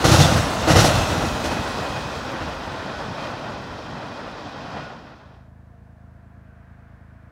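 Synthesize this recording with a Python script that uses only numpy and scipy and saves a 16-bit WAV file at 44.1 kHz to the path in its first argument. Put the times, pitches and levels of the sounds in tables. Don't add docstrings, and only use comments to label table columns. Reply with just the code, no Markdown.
import sys
import numpy as np
from scipy import signal
from scipy.fft import rfft, irfft
from scipy.io import wavfile
from scipy.ndimage import map_coordinates

SR = 44100
rng = np.random.default_rng(int(sys.argv[2]) if len(sys.argv) > 2 else 0)


def materialize(psi):
    bounded = np.clip(np.atleast_2d(psi).T, -1, 1)
    quanta = np.round(bounded * 32767).astype(np.int16)
    wavfile.write(sys.argv[1], SR, quanta)


N = 322371

# frequency_hz, level_db
NIGHT_AIR_SPECTRUM = [(20, -6), (50, 2.5), (95, 4), (160, 0.5), (300, -6), (1000, -19.5), (5000, -32),
                      (15500, -41)]
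FAR_RUMBLE_SPECTRUM = [(300, 3), (380, -12), (560, -0.5), (800, -1.5), (1000, -2), (1200, -6)]
FAR_RUSH_SPECTRUM = [(1000, -8), (1350, -2.5), (1560, 0), (1750, -4), (2000, -9), (2400, -14),
                     (3400, -26.5), (6000, -38)]
# pitch_hz, width_hz, level_db
QUIET_SPOT_MODES = [(372, 4, -79), (474.3, 12.2, -72), (642, 27.5, -67.5), (693, 20, -65.5), (1700, 180, -72)]
# delay_ms, level_db
CYLINDER_FIRINGS = [(0.061, -1), (1.4, 0), (-1.1, 1)]
# pitch_hz, width_hz
SILENCER_MODES = [(125, 120), (215, 160)]
# frequency_hz, gain_db
EXHAUST_RESPONSE = [(20, -48.5), (36, -38.5), (54, -0.5), (81, 3.5), (107, -0.5), (134, 0.5), (158, -15.5),
                    (188, -0.5), (215, -11.5), (250, -7), (285, -24), (360, -27), (600, -37)]

# frequency_hz, level_db
GROUND_SPECTRUM = [(22, -22), (35, -9.5), (50, 3.5), (65, 0), (88, 4), (110, -16)]
WAGON_SPECTRUM = [(70, -2.5), (95, 0.5), (125, 3), (165, 1), (210, 0.5), (275, 0.5), (310, -2.5)]
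TREAD_SPECTRUM = [(160, -15), (280, -7.5), (398, -3), (613, 0.5), (1060, -1.5), (1220, -4.5), (1450, -3.5),
                  (1600, -7.5), (1930, -10), (2120, -17.5), (2300, -14.5), (2990, -43.5), (5060, -120)]
HISS_SPECTRUM = [(1240, -34.5), (2100, -4.5), (2220, -10), (2510, 3), (2880, -4.5), (3160, 1), (3610, -2),
                 (3960, -2.5), (5230, -4), (9000, -30.5), (11700, -55.5), (19800, -120)]
GRIT_SPECTRUM = [(3530, -36), (6000, -1.5), (8260, -7.5), (10700, -14.5), (13200, -19), (15100, -16.5),
                 (15800, -19)]
# centre_s, half_length_s, gain_db
ROLLING_SWELLS = [(0.212, 0.22, 5.5), (0.9, 0.21, 4), (1.8, 0.37, 1.4), (3.244, 0.067, 2.0),
                  (4.81, 0.11, 1)]
# pitch_hz, width_hz, level_db
RAIL_MODES = [(586, 47, -2), (1062, 190, -4.5), (1474, 70, -11.5), (1898, 41, -6.5), (2458, 16, -6),
              (2628, 110, -12), (3188, 340, -6), (3910, 220, -13)]
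LAST_WHEEL_MODES = [(2484, 32, -3.5), (3147, 8.3, -6), (3530, 35, -4), (3880, 51, -2.5), (5010, 56, -11)]
# centre_s, pitch_hz, level_db, half_length_s
FLANGE_SQUEAKS = [(0.239, 3540, -25.5, 0.023), (.27, 8300, -43, .04), (0.327, 9230, -49, 0.046),
                  (1.018, 2627, -37.5, 0.087), (1.543, 2540, -42.5, 0.12), (1.85, 2515, -45, 0.22),
                  (2.966, 1500, -41.5, 0.082), (3.206, 3150, -49, 0.057), (4.809, 2420, -51, 0.1),
                  (4.842, 1437, -41.5, 0.087)]

# start_s, clank_db, thump_db, crash_db
IMPACTS = [(0.04, -3, -15.5, -18), (0.078, -6, -16, -21.5), (0.108, -5, -8.5, -17.5), (0.133, -5, -15, -19),
           (0.179, -13, -10, -21.5), (0.199, -6.5, -9, -18), (0.311, -11, -15, -27.5),
           (0.358, -13.5, -16.5, -29.5), (0.672, -6, -19.5, -22.5), (0.694, -1.5, -10, -20),
           (0.753, -0.5, -12, -17.5), (0.783, -5, -10.5, -16), (0.841, -4.5, -11, -18.5),
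           (0.945, -20, -17.5, -29), (1.084, -14.5, -24, -32.5), (1.168, -18, -25, -36),
           (1.235, -14.5, -33, -35), (1.438, -14, -34, -30), (1.507, -15, -29, -36),
           (2.407, -17.5, -35, -53), (4.763, -22, -55, -71)]
# frequency_hz, level_db
THUD_SPECTRUM = [(26, -37), (45, -19.5), (76, -9.5), (97, 9), (156, -2), (200, -7.5), (260, -37),
                 (440, -120)]
CLANK_SPECTRUM = [(130, -32), (220, -2.5), (326, -1), (424, -13), (516, -1.5), (640, -1.5), (810, -3.5),
                  (994, -10.5), (1400, -6.5), (1660, -13.5), (1980, -10.5), (2280, -19), (2690, -14),
                  (3000, -14), (3900, -50.5), (6600, -120)]
CRASH_SPECTRUM = [(1530, -23.5), (2600, -10.5), (3360, -2.5), (3680, -0.5), (5010, -4), (5490, 0),
                  (8510, -12), (10300, -12.5), (15800, -27)]
# pitch_hz, level_db, t60_s
BODY_MODES = [(52, -20.5, 0.51), (82.8, -3, 0.35), (115, 1, .2), (149, -1, 0.3), (180, -6.5, 0.6)]
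AXLE_MODES = [(320.6, -10, 0.19), (483.3, -16.5, 0.23), (710, -23.5, 0.16), (784, -22, 0.2),
              (1371, -29.5, 0.44)]
# pitch_hz, level_db
WHEEL_MODES = [(1324, -46.5), (1916, -52.5), (2697, -37), (3176, -52.5), (3526, -43.5), (3758, -41),
               (4156, -33), (4280, -66.5), (5329, -47.5), (5572, -52), (6315, -56), (6535, -56)]

LAST_WHEELS_S, SPEED_M_PER_S, TRACK_DISTANCE_M = 1.0, 25.0, 10.0
SOUND_M_PER_S = 343
CROSSFADE_START_S = 4.774


def from_db(db):
    return 10 ** (np.asarray(db) / 20)


def rms_one(x):
    return x / np.sqrt(np.mean(x ** 2) + 1e-20)


def seconds():
    return np.arange(N) / SR


def ramp(start_s, length_s):
    return np.clip((seconds() - start_s) / length_s, 0, 1)


def drift(rate_hz):
    r = np.exp(-80 * np.pi * rate_hz / SR)
    slow = signal.lfilter([1], [1, -2 * r, r * r], rng.standard_normal(N // 40 + 2002))[2000:]
    return np.interp(np.arange(N) / 40, np.arange(len(slow)), rms_one(slow))


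def colour(x, spectrum):
    size = 16384
    octave = np.log2(np.maximum(np.arange(size // 2 + 1), 1) * SR / size)
    hz, db = np.transpose(spectrum)
    outside = np.abs(octave - np.clip(octave, np.log2(hz[0]), np.log2(hz[-1])))
    level_db = np.maximum(np.interp(octave, np.log2(hz), db) - 36 * outside, -110)
    cepstrum = irfft(np.log(from_db(level_db)))[:size // 2]
    response = irfft(np.exp(rfft(np.r_[cepstrum[0], 2 * cepstrum[1:]], size)))
    return rms_one(signal.oaconvolve(x, response[:size // 2])[:N])


def noise(spectrum, flutter_db=0, flutter_hz=10):
    return rms_one(colour(rng.standard_normal(N), spectrum) * from_db(flutter_db * drift(flutter_hz)))


def rattle(spectrum, per_s, spread_db):
    sizes = from_db(spread_db * np.minimum(rng.exponential(1, N), 4)) * rng.choice([-1, 1], N)
    return colour(sizes * (rng.random(N) < per_s / SR), spectrum)


def ring(x, hz, t60):
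    r, w = np.exp(-np.log(1000) / (t60 * SR)), 2 * np.pi * hz / SR
    return signal.lfilter([0, np.sin(w)], [1, -2 * r * np.cos(w), r * r], x + 1e-18)


def resonances(modes):
    out = 0
    for hz, width_hz, db in modes:
        t60 = np.log(1000) / (np.pi * 1.5 * width_hz)
        out = out + from_db(db) * rms_one(ring(ring(rng.standard_normal(N), hz, t60), hz, t60))
    return out


def impulses(times, level_db):
    out = np.zeros(N)
    out[np.clip(np.round(times * SR).astype(int), 0, N - 1)] = from_db(level_db)
    return out


def struck(clicks, modes):
    return sum(from_db(db) * ring(clicks, hz, t60) * (-1) ** k for k, (hz, db, t60) in enumerate(modes))


def shaking(clicks, rise_s, t60, tail_db, tail_t60):
    t = np.arange(2 * SR) / SR
    early = np.exp(-np.log(1e6) * t / t60)
    tail = from_db(tail_db) ** 2 * np.exp(-np.log(1e6) * t / tail_t60)
    energy = (1 - np.exp(-t / rise_s)) ** 2 * (early + tail)
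    return np.sqrt(np.maximum(signal.oaconvolve(clicks ** 2, energy)[:N], 0))


def night_air():
    return from_db(-59.5) * noise(NIGHT_AIR_SPECTRUM)


def far_train():
    hidden = 1 - ramp(start_s=5.87, length_s=0.77)
    rumble = from_db(-62) * noise(FAR_RUMBLE_SPECTRUM)
    rush = from_db(-60.5 - 6 * hidden) * noise(FAR_RUSH_SPECTRUM)
    return rumble + rush


def idling_diesel(firing_hz=26.82, first_s=.0305, uneven_db=1.0, jitter_s=.0002):
    firing = np.arange(int(N / SR * firing_hz))
    delay_ms, level_db = np.array(CYLINDER_FIRINGS)[firing % len(CYLINDER_FIRINGS)].T
    chance = rng.standard_normal((len(firing), 2))
    times = first_s + firing / firing_hz + delay_ms / 1000 + jitter_s * chance[:, 0]
    puffs = impulses(times, level_db + uneven_db * chance[:, 1])
    for hz, width_hz in SILENCER_MODES:
        r = np.exp(-np.pi * width_hz / SR)
        poles = [1, -2 * r * np.cos(2 * np.pi * hz / SR), r * r]
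        puffs = signal.lfilter(poles[::-1], poles, puffs)
    return from_db(-46) * colour(puffs, EXHAUST_RESPONSE) + resonances(QUIET_SPOT_MODES)


def last_wheels_m():
    return SPEED_M_PER_S * (seconds() - LAST_WHEELS_S)


def doppler(x):
    along_m, mach = last_wheels_m(), SPEED_M_PER_S / SOUND_M_PER_S
    ratio = (1 + mach) / (1 + mach * along_m / np.hypot(TRACK_DISTANCE_M, along_m))
    return map_coordinates(x, [np.cumsum(ratio)], order=3, mode="wrap")


def rolling_gain(near_db, loss_db, swell):
    distance_m = np.hypot(TRACK_DISTANCE_M, np.maximum(last_wheels_m(), 0))
    doublings = np.log2(distance_m / TRACK_DISTANCE_M)
    swell_db = sum(db * np.exp(-np.minimum(((seconds() - centre_s) / half_s) ** 2, 20))
                   for centre_s, half_s, db in ROLLING_SWELLS)
    bridge_db = 1.62 * ramp(start_s=3.47, length_s=0.14)
    return from_db(near_db - loss_db * doublings + swell * swell_db - bridge_db)


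def loose_gear(per_s=18, spread_db=1.5):
    knocks = (rng.random(N) < per_s / SR) * from_db(spread_db * rng.standard_normal(N))
    envelope = shaking(knocks, rise_s=0.0054, t60=0.04, tail_db=-19, tail_t60=.5)
    return rolling_gain(near_db=-33, loss_db=3.7, swell=.3) * rms_one(noise(CLANK_SPECTRUM) * envelope)


def flange_squeaks(waver_hz=14):
    t, out = seconds(), np.zeros(N)
    waver = np.cumsum(waver_hz * drift(10)) / SR
    for centre_s, hz, db, half_s in FLANGE_SQUEAKS:
        on = np.abs(t - centre_s) < 3 * half_s
        envelope = np.sqrt(2) * from_db(db) * np.exp(-((t[on] - centre_s) / half_s) ** 2)
        out[on] += envelope * np.sin(2 * np.pi * (hz * t[on] + waver[on]))
    return out


def wheel_song():
    song = rms_one(doppler(resonances(LAST_WHEEL_MODES)))
    return rolling_gain(near_db=-42, loss_db=5.1, swell=0.54) * song


def wheel_shimmer(per_s=330, t60=.4):
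    out = np.zeros(N)
    t = np.arange(int(.2 * SR)) / SR
    envelope = (1 - np.exp(-t / .012)) * np.exp(-np.log(1000) * t / t60)
    for start, pitch, phase in rng.random((int(per_s * N / SR), 3)):
        at, hz = int(start * N), 2000 + 13800 * pitch
        out[at:at + len(t)] += (envelope * np.sin(2 * np.pi * (hz * t + phase)))[:N - at]
    return colour(out, CRASH_SPECTRUM)


def rolling():
    ground = noise(GROUND_SPECTRUM, flutter_db=3, flutter_hz=7.2)
    wagons = noise(WAGON_SPECTRUM, flutter_db=2, flutter_hz=6.4)
    roar = from_db(-2.22) * noise(TREAD_SPECTRUM, flutter_db=1.02, flutter_hz=14)
    crunch = from_db(-9.5) * rattle(TREAD_SPECTRUM, per_s=1200, spread_db=1.5)
    singing = from_db(-6) * rms_one(doppler(resonances(RAIL_MODES)))
    hiss = from_db(-2.26) * rattle(HISS_SPECTRUM, per_s=9000, spread_db=2.5) * from_db(.5 * drift(13))
    grit = from_db(-2) * noise(GRIT_SPECTRUM, flutter_db=1.5, flutter_hz=25)
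    shimmer = from_db(-0.5) * wheel_shimmer()
    return (rolling_gain(near_db=-32, loss_db=5.4, swell=.6) * ground
            + rolling_gain(near_db=-31.5, loss_db=2.1, swell=0.99) * wagons
            + rolling_gain(near_db=-26.5, loss_db=2.19, swell=0.91) * (roar + crunch)
            + rolling_gain(near_db=-34.5, loss_db=2.83, swell=1.3) * (hiss + singing)
            + rolling_gain(near_db=-40.5, loss_db=7.55, swell=1.2) * (grit + shimmer))


def axle_blows():
    times, clank_db, thump_db, crash_db = np.transpose(IMPACTS)
    clank, thump, crash = (impulses(times, db) for db in (clank_db, thump_db, crash_db))
    body = from_db(-2.5) * struck(thump, BODY_MODES)
    axle = from_db(-1.6) * struck(clank, AXLE_MODES)
    frame = from_db(-6.5) * noise(THUD_SPECTRUM)
    frame *= shaking(thump, rise_s=0.01, t60=0.28, tail_db=-8, tail_t60=0.85)
    gear = from_db(-6.5) * rattle(CLANK_SPECTRUM, per_s=5400, spread_db=-0.5)
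    gear *= shaking(clank, rise_s=0.0086, t60=0.17, tail_db=-12.5, tail_t60=1.1)
    steel = from_db(1) * rattle(CRASH_SPECTRUM, per_s=9700, spread_db=-0.5)
    steel *= shaking(crash, rise_s=0.01, t60=0.3, tail_db=-22.5, tail_t60=0.43)
    wheels = from_db(-13) * rms_one(resonances([(hz, 30, db) for hz, db in WHEEL_MODES]))
    wheels *= shaking(crash, rise_s=.004, t60=0.23, tail_db=-9, tail_t60=0.9)
    return body + axle + frame + gear + steel + wheels


def fade_out(x, low_db_per_s=26.5, treble_db_per_s=33.5, crossover_hz=2400):
    low = signal.sosfiltfilt(signal.butter(2, crossover_hz, fs=SR, output="sos"), x)
    elapsed_s = np.maximum(seconds() - CROSSFADE_START_S, 0)
    sinking = from_db(-low_db_per_s * elapsed_s) * low + from_db(-treble_db_per_s * elapsed_s) * (x - low)
    return sinking * (1 - ramp(start_s=5.35, length_s=0.18))


def scene():
    train = rolling() + wheel_song() + loose_gear() + axle_blows() + flange_squeaks()
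    quiet_spot = idling_diesel() + far_train()
    mono = fade_out(train) + ramp(CROSSFADE_START_S, length_s=0.68) * quiet_spot + night_air()
    return np.array([mono, mono])


def record(dry, ceiling=.95, cutoff_hz=15800):
    rounded = dry / (1 + (np.abs(dry) / ceiling) ** 6) ** (1 / 6)
    return signal.sosfilt(signal.ellip(12, .1, 80, cutoff_hz, fs=SR, output="sos"), rounded)


dry = scene()
out = record(dry)
materialize(out)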